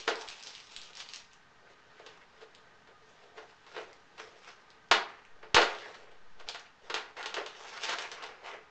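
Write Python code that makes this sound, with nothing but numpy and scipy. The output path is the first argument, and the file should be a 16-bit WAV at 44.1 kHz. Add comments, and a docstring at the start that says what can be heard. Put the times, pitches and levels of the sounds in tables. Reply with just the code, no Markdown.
"""A foam tray with a stiff plastic lid is set on a glass table, turned and unpacked in a small furnished room.
Knocks and lid pops are evened noise bursts, sent through broad colour ranges and the tray resonances.
Handling rustles as dense random creases over sliding hiss; single creases snap as short sines with clicks.
A short decaying noise tail answers each; behind lie faint background noise of room and recorder,
as coloured noise with hums, and the recorder's slipping baseline."""
import sys
import numpy as np
from scipy import signal
from scipy.fft import rfft, irfft
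from scipy.io import wavfile
from scipy.ndimage import uniform_filter1d

SR = 44100
rng = np.random.default_rng(int(sys.argv[2]) if len(sys.argv) > 2 else 0)


def inscribe(sig):
    """Save sig as 16-bit PCM at rate SR to the path in sys.argv[1].

    A 1-D sig is mono; a 2-D sig holds one channel per row.
    Samples are clipped to [-1, 1] before scaling.
    """
    pcm = np.round(np.clip(np.atleast_2d(sig).T, -1, 1) * 32767)
    wavfile.write(sys.argv[1], SR, pcm.astype(np.int16))


N = 383669

# Tray knocks and lid pops, levels before common gains:
# (time [s], mid level [dB], body re mid [dB], treble re mid [dB], rattle T60 [s])
KNOCKS = [(0.077, -16.5, -4.5, -8.5, 0.031), (1.994, -48, 6.5, -7, 0.043), (2.062, -46.5, 1.5, 2, 0.048),
          (2.414, -43.5, -1, -8, 0.028), (2.872, -52.5, -18, -7, 0.055), (3.378, -39.5, -10, -10, 0.045),
          (3.664, -49.5, -5, -3.5, 0.061), (3.764, -27, 0.5, -14.5, 0.015), (3.776, -37, 4, -18, 0.045),
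          (4.18, -46.5, -17, -6, .04), (4.912, -9, -18.5, -5, 0.044), (5.428, -43.5, 0.5, -12, 0.06),
          (5.544, -19, -4.5, 4.5, 0.057), (5.564, -10, -11.5, -8.5, 0.065),
          (5.579, -20.5, 11.5, -23, 0.027), (5.615, -21.5, -32, -3.5, 0.074), (5.943, -43, -22, -3, 0.032),
          (6.398, -45, -11, -2, 0.022), (6.545, -35, -26, -3, 0.035), (6.898, -30, -4, -5, 0.053),
          (6.941, -23.5, -13, 1, 0.023), (6.961, -27.5, -21.5, -19, 0.047), (7.167, -38.5, -24, -8, 0.046),
          (7.258, -35.5, -11.5, 4.5, 0.034), (7.341, -33.5, -28, 4, 0.032), (7.366, -26, -33, -11, 0.047),
          (7.461, -38, -24, 3, 0.03), (7.892, -36.5, -18, 5, 0.059), (7.984, -33, -28, 2.5, 0.028),
          (8.115, -39.5, -26, 1, 0.036), (8.224, -39, -24, -3, 0.059)]
# Rubs and squeezes, levels before common gains; swell and fade span 20 dB:
# (peak time [s], mid level [dB], swell [s], fade [s], body re mid [dB], treble re mid [dB])
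RUBS = [(0.0, -54.5, .01, 0.1, 0, 13), (0.081, -33, 0.0099, 0.097, 4, -2),
        (0.215, -48.5, 0.089, .15, -23, 3), (0.3, -55.5, 0.056, 0.13, -16, 13),
        (0.48, -58, 0.2, 0.3, -18, 11), (0.59, -60, 0.14, .17, -16, 6.5), (0.72, -64, .15, 0.18, -16, 12.5),
        (0.83, -61.5, 0.18, 0.16, -16, 12.5), (0.906, -57, 0.033, 0.079, 1, -3),
        (1.006, -51.5, 0.08, 0.11, -18, 8), (1.15, -58, 0.14, .16, -19, 9), (1.33, -66, .1, 0.11, -16, 3),
        (1.72, -61, 0.31, 0.24, 3, -4), (2.1, -55.5, 0.52, .5, -4, -6), (2.43, -54, 0.13, 0.063, 2, -4),
        (2.5, -61.5, .1, 1, -1, -7), (2.88, -65, 0.038, 0.13, 9.5, -10), (3.1, -68.5, 0.069, 0.11, -6, 6),
        (3.24, -61, 0.33, .2, 4, -2), (3.379, -49.5, 0.035, .1, 3.5, -5.5), (3.5, -61, .2, 1.1, -10, -3.5),
        (3.769, -44, 0.09, 0.19, 0.5, -3.5), (4.198, -43, .022, .14, -4.5, -4),
        (4.36, -63, 0.51, 0.67, 4, 1), (4.49, -46.5, 0.08, 0.079, -4, 0), (4.75, -61.5, 0.93, .3, -3, -20),
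        (5.1, -47.5, 0.054, 0.22, -5.5, -12), (5.46, -63, 0.26, .3, 5.5, -17),
        (5.7, -40, 0.15, 0.38, -3, -6.5), (5.95, -54, .015, .2, -11, -2), (6.12, -61.5, 0.12, .15, 10, -12),
        (6.408, -49.5, 0.038, 0.1, 2, -8), (6.492, -43.5, 0.031, 0.048, -2.5, 0),
        (6.552, -46.5, 0.033, 0.19, -15, -5.5), (6.882, -55.5, 0.13, 0.059, 3, -4),
        (7.0, -48.5, .03, 0.28, -5, -7), (7.174, -37.5, .018, 0.31, -7.5, -7.5),
        (7.386, -38.5, 0.041, 0.085, 4.5, -6.5), (7.6, -53.5, 0.096, 0.47, -6, 3),
        (7.775, -41.5, .33, .05, -11, -3), (7.845, -42, 0.061, 0.17, -19, 7),
        (7.915, -32, 0.13, 0.14, -19, -5.5), (8.01, -38, .08, 0.2, -20, -4),
        (8.125, -42, .02, 0.39, -16, -9.5), (8.25, -43, 0.087, 0.14, -4, -7),
        (8.46, -39, 0.044, 0.18, -15, -8.5), (8.55, -42.5, 0.17, 0.1, -3, -19)]
# Single plastic creases, peaks before common gain and colouring: (time [s], peak level [dB], pitch [Hz])
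TICKS = [(0.1561, -32.5, 5150), (0.2123, -33.5, 5430), (0.278, -35.5, 3130), (0.2868, -26, 4100),
         (0.3998, -40, 4540), (0.427, -33, 5000), (0.4361, -31, 5500), (0.4717, -30.5, 4500),
         (0.5509, -30.5, 4000), (0.6019, -36.5, 4400), (0.7639, -29.5, 3930), (0.8162, -31, 4400),
         (0.8342, -37, 6300), (0.9329, -38, 3910), (0.9528, -33, 5060), (0.9638, -42, 3380),
         (0.9714, -31.5, 4830), (1.0026, -30.5, 3600), (1.089, -32.5, 4540), (1.1292, -46, 4870),
         (1.1359, -28, 4600), (1.1446, -33, 4660), (1.1599, -29.2, 5700), (1.3244, -52, 3100),
         (1.3331, -46, 5850), (2.5494, -42, 3830), (3.9304, -42.5, 5420), (4.1801, -46, 3500),
         (4.7038, -44, 4430), (4.8871, -52.3, 5520), (5.251, -48, 2550), (5.7865, -35.5, 3430),
         (6.1162, -53, 3040), (6.4876, -22, 4500), (6.4964, -32, 4500), (6.5961, -40, 5500),
         (7.2285, -29.5, 3830), (8.0221, -29, 5670), (8.1164, -31, 5600), (8.2385, -34, 4860),
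         (8.4613, -39, 2570), (8.4953, -42, 4560)]
# Tray resonances: (centre [Hz], width [Hz], level [dB])
TRAY_MODES = [(434, 26, -2.5), (686, 48, -9.5), (930, 18, -20.5), (1060, 35, -17), (1402, 27, -4),
              (1996, 33, -11)]
# Foam boom, relative spectrum: (frequency [Hz], gain [dB])
BODY = [(150, -24), (300, -7.5), (430, -2), (560, -1.5), (750, -3), (1400, -58.5)]
# Wall clack, relative spectrum: (frequency [Hz], gain [dB])
MID = [(400, -10), (700, -1), (1000, -0.5), (1500, 0), (2200, -1.5), (3200, -8.5), (6000, -47)]
# Plastic crackle, relative spectrum: (frequency [Hz], gain [dB])
TREBLE = [(1500, -7), (2600, 6), (3800, 4.5), (5200, 0.5), (7000, -18.5), (9000, -52)]
# Plastic fizz, relative spectrum: (frequency [Hz], gain [dB])
AIR = [(3500, -14.5), (5200, -1.5), (6300, -4), (7500, -12), (8400, -25), (9000, -70), (9500, -47.5)]
# Crease snaps, relative spectrum: (frequency [Hz], gain [dB])
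TICK_COLOUR = [(700, -21.0), (2000, 7), (5000, 2.5), (7500, 2.5), (8600, -13), (9300, -56.0)]
# Room decay by octave: (centre [Hz], T60 [s])
ROOM_T60 = [(250, 0.45), (500, 0.37), (1000, 0.38), (2000, 0.31), (4000, 0.29), (8000, 0.23)]
# Capsule bass loss, relative response: (frequency [Hz], gain [dB])
MIC = [(30, -49.5), (120, -14.5), (250, -11.5), (320, -5), (400, 1.5)]
# Background noise of room and recorder, relative spectrum: (frequency [Hz], density [dB per Hz])
HUSH = [(15, -50), (25, -8.5), (170, -1), (300, -5), (383, -14), (906, -0.5), (1000, -2), (1190, -5),
        (1720, -2.5), (1850, -8), (3100, -11.5), (3680, -11.5), (7150, -21.5), (8920, -63), (11600, -91),
        (19600, -120)]
# Hums in the background noise: (centre [Hz], width [Hz], level re background noise [dB])
HUM_MODES = [(423, 34, -10.5), (1234, 23, -7), (1542, 23, -8.5), (1843, 39, -10)]
# Recorder baseline slips, before the top cut:
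# (start [s], offset [full scale], slip time [s], creep-back time constant [s])
SLIPS = [(0, -.0008, .001, 0.074), (.284, .0017, 0.0044, 0.099), (.77, -.0016, .015, 0.081),
         (4.909, -0.006, .003, .003), (4.913, 0.0032, 0.0069, 0.091), (5.27, -.003, 0.075, 0.11),
         (5.545, 0.11, 0.0011, .0012), (5.545, -0.047, 0.0026, .004), (5.548, 0.019, .014, 0.09),
         (5.96, -0.0055, .5, 0.018), (6.83, -.0014, .03, 0.069)]

# air re mid = offset + slope * (treble re mid)
KNOCK_AIR_DB, KNOCK_AIR_SLOPE = -8.5, 1.41
RUB_AIR_DB, RUB_AIR_SLOPE = -5.5, 1.24
RUB_DULLING = 0.21  # share by which treble and air fade faster
CRACKLE_PER_S, CRACKLE_SHARE = 90, 0.58  # rarer creases, bright ranges only
HUSH_DB = -64.5
BASELINE_REST = -0.00043  # full scale
TOP_HZ = 8950


def knocks():
    """Blow: sharp crack, then contact rattle dying away; a new blow overwrites a rattle still sounding."""
    dull, bright = np.zeros(N), np.zeros(N)
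    levels_db = np.full((4, N), -120.)
    t_s = np.arange(int(.15 * SR)) / SR
    for start_s, mid_db, body_db, treble_db, t60_s in KNOCKS:
        i = int(start_s * SR)
        burst = slice(i, i + len(t_s))
        contacts = np.minimum(t_s / 0.0022, 1) * rng.standard_normal(len(t_s))
        rattle = np.exp(-np.log(1000) * t_s / np.clip(t60_s, .004, .3))
        crack = 2.48 * np.exp(-t_s / 0.0013)
        dull[burst] = even(contacts * rattle, span_hz=115)
        bright[burst] = even(contacts * (rattle + crack), span_hz=252)
        air_db = KNOCK_AIR_DB + KNOCK_AIR_SLOPE * treble_db
        levels_db[:, i:] = mid_db + np.array([[body_db], [0], [treble_db], [air_db]])
    return undb(-1.5) * voiced([dull, dull, bright, bright], levels_db)


def even(burst, span_hz):
    """Even out a burst's power over frequency, as from many unrelated contacts."""
    spectrum = rfft(burst, 2 * len(burst))
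    power = np.abs(spectrum) ** 2
    span_bins = max(int(2 * span_hz * len(burst) / SR), 1)
    local = uniform_filter1d(power, span_bins)
    return irfft(spectrum * np.sqrt(power.mean() / local))[:len(burst)]


def voiced(pushes, levels_db):
    """Forces radiate as foam boom, wall clack, plastic crackle and fizz; body and mid ring the tray."""
    ranges = zip(pushes, levels_db, (BODY, MID, TREBLE, AIR))
    body, mid, treble, air = (colour(push * undb(db), table) for push, db, table in ranges)
    tray = ring(body * undb(-32.0) + mid * undb(-28.5), TRAY_MODES)
    return body + mid + treble + air + tray


def rustle():
    """Creases come in uneven flurries; each range mixes shared and own creases and flickers on its own."""
    levels_db = rubbing()
    shared = creases(1100, 4.24)
    flurry = undb(1.3 * walk(70))
    pushes = []
    for _ in levels_db:
        own = .9 * creases(700, 3.0)
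        flicker = undb(1.2 * walk(80))
        pushes.append((shared + own) * flurry * flicker)
    crackle = CRACKLE_SHARE * creases(CRACKLE_PER_S, 4.5)
    pushes[2:] = [push + crackle for push in pushes[2:]]
    return undb(-9.0) * hollow(voiced(pushes, levels_db), patchy_db=1.84, wide_hz=450, long_s=0.043)


def rubbing():
    """Body, mid, treble and air levels [dB]: rubs swell and fade, overlaps add in power."""
    power = np.full((4, N), 1e-14)
    t_s = np.arange(N) / SR
    for peak_s, mid_db, swell_s, fade_s, body_db, treble_db in RUBS:
        rise = (peak_s - t_s) / max(swell_s, .002)
        fall = (t_s - peak_s) / max(fade_s, .002)
        shape = undb(-20 * np.where(t_s < peak_s, rise, fall))
        air_db = RUB_AIR_DB + RUB_AIR_SLOPE * treble_db
        tint_db = np.array([[body_db], [0], [treble_db], [air_db]])
        dulling = np.where(t_s > peak_s, shape, 1) ** np.array([[0], [0], [RUB_DULLING], [RUB_DULLING]])
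        power += (shape * dulling * undb(mid_db + tint_db)) ** 2
    return 10 * np.log10(power)


def creases(rate_per_s, spread_db):
    """Tiny snaps at random moments, of unequal but bounded size, over sliding hiss."""
    chance = rng.random((3, N))
    size = undb(spread_db * np.minimum(-np.log(chance[2] + 1e-9), 3.5))
    snaps = (chance[0] < rate_per_s / SR) * np.sign(chance[1] - .5) * size
    return snaps / np.std(snaps) + 0.73 * rng.standard_normal(N)


def hollow(x, patchy_db, wide_hz, long_s):
    """The rubbed spot moves over walls and pockets: colour shifts in patches of pitch and time."""
    _, _, spectra = signal.stft(x, nperseg=512)
    field = rng.standard_normal(spectra.shape)
    wide_bins = max(int(wide_hz * 512 / SR), 1)
    long_frames = max(int(long_s * SR / 256), 1)
    for _ in range(2):
        field = uniform_filter1d(field, wide_bins, axis=0)
        field = uniform_filter1d(field, long_frames, axis=1)
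    gain = undb(patchy_db * field / field.std())
    return signal.istft(spectra * gain, nperseg=512)[1][:N]


def ticks():
    """A crease snaps: a brief sine at its own pitch plus a wide click."""
    out = np.zeros(N)
    t_s = np.arange(int(.006 * SR)) / SR
    for start_s, peak_db, hz in TICKS:
        cycles = t_s * hz
        tone = np.sin(2 * np.pi * cycles) * (cycles / 0.66) * np.exp(1 - cycles / 0.57)
        click = 0.33 * rng.standard_normal(len(t_s)) * np.exp(-t_s / 0.0017)
        snap = tone + click
        snap *= undb(peak_db - 1.5) / np.abs(snap).max()
        i = int(start_s * SR)
        out[i:i + len(t_s)] += snap
    return colour(out, TICK_COLOUR)


def room(dry, wet_db):
    """Table and walls: dense echoes from a few ms on, each octave fading at its own rate."""
    t_s = np.arange(int(.7 * SR)) / SR
    tail = 0
    for hz, t60_s in ROOM_T60:
        edges_hz = [hz / np.sqrt(2), hz * np.sqrt(2)]
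        octave = signal.butter(2, edges_hz, "bandpass", fs=SR, output="sos")
        band = signal.sosfilt(octave, rng.standard_normal(len(t_s)))
        tail = tail + band * np.exp(-np.log(1000) * t_s / t60_s)
    tail *= np.clip((t_s - .0015) / 0.002, 0, 1)
    unit_tail = tail / np.sqrt(np.sum(tail ** 2))
    return signal.fftconvolve(dry, undb(wet_db) * unit_tail)[:N]


def hush():
    """Background noise of room and recorder: coloured noise and resonant hums, both wavering a little."""
    noise = colour(rng.standard_normal(N), HUSH) * undb(0.45 * walk(15.0))
    hums = ring(rng.standard_normal(N), HUM_MODES) * undb(0.5 * walk(3.4))
    return undb(HUSH_DB) * (noise + hums)


def baseline():
    """Recorder baseline: each slip ramps away from rest, then decays back."""
    out = np.full(N, BASELINE_REST)
    t_s = np.arange(N) / SR
    for start_s, offset, slip_s, creep_s in SLIPS:
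        ramp = np.clip((t_s - start_s) / slip_s, 0, 1)
        out += offset * ramp * np.exp(-np.maximum(t_s - start_s - slip_s, 0) / creep_s)
    return uniform_filter1d(out, 90)


def undb(db):
    """dB to gain."""
    return 10 ** (np.asarray(db) / 20)


def on_log(hz, table):
    """Read (Hz, value) points on a log-frequency axis."""
    table_hz, values = np.transpose(table)
    return np.interp(np.log(np.maximum(hz, 1)), np.log(table_hz), values)


def colour(x, table):
    """Causal minimum-phase filter of unit power shaped by (Hz, dB) points, from the cepstrum."""
    size = 2048
    hz = np.arange(size // 2 + 1) * SR / size
    cepstrum = irfft(np.log(undb(on_log(hz, table))))
    cepstrum[1:size // 2] *= 2  # fold onto positive time
    cepstrum[size // 2 + 1:] = 0
    taps = irfft(np.exp(rfft(cepstrum)))
    return signal.fftconvolve(x, taps / np.sqrt(np.sum(taps ** 2)))[:len(x)]


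def ring(x, modes):
    """Sum of resonances, scaled to unit power on white noise before each level."""
    out = 0
    for hz, width_hz, db in modes:
        b, a = signal.iirpeak(hz, hz / width_hz, SR)
        out = out + undb(db) * np.sqrt(SR / (np.pi * width_hz)) * signal.lfilter(b, a, x)
    return out


def walk(rate_hz):
    """Random levels held 1 / rate_hz and slewed twice; unit spread."""
    hold = int(SR / rate_hz)
    steps = np.repeat(rng.standard_normal(N // hold + 1), hold)
    levels = uniform_filter1d(uniform_filter1d(steps, hold), hold)[:N]
    return levels / np.std(levels)


def scene():
    """Tray and lid with their echoes, through the capsule, over background noise of room and recorder."""
    blows, rub, snaps = knocks(), rustle(), ticks()
    echoes = room(blows + undb(-1.0) * snaps + undb(-9.5) * rub, wet_db=-3)
    handling = undb(-0.52) * colour(blows + snaps + rub + echoes, MIC)
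    return (handling + hush())[None, :]


def record(dry):
    """Recorder: rounds loud peaks, adds a wandering baseline, cuts the top steeply."""
    drift = baseline()
    drift += (.00008 + 0.21 * np.abs(drift)) * walk(55)  # wanders more when displaced
    rounded = np.tanh(1.676 * dry) / 1.653
    top_cut = signal.ellip(12, .3, 80, TOP_HZ, fs=SR, output="sos")
    return signal.sosfilt(top_cut, rounded + drift)


dry = scene()
out = record(dry)
inscribe(out)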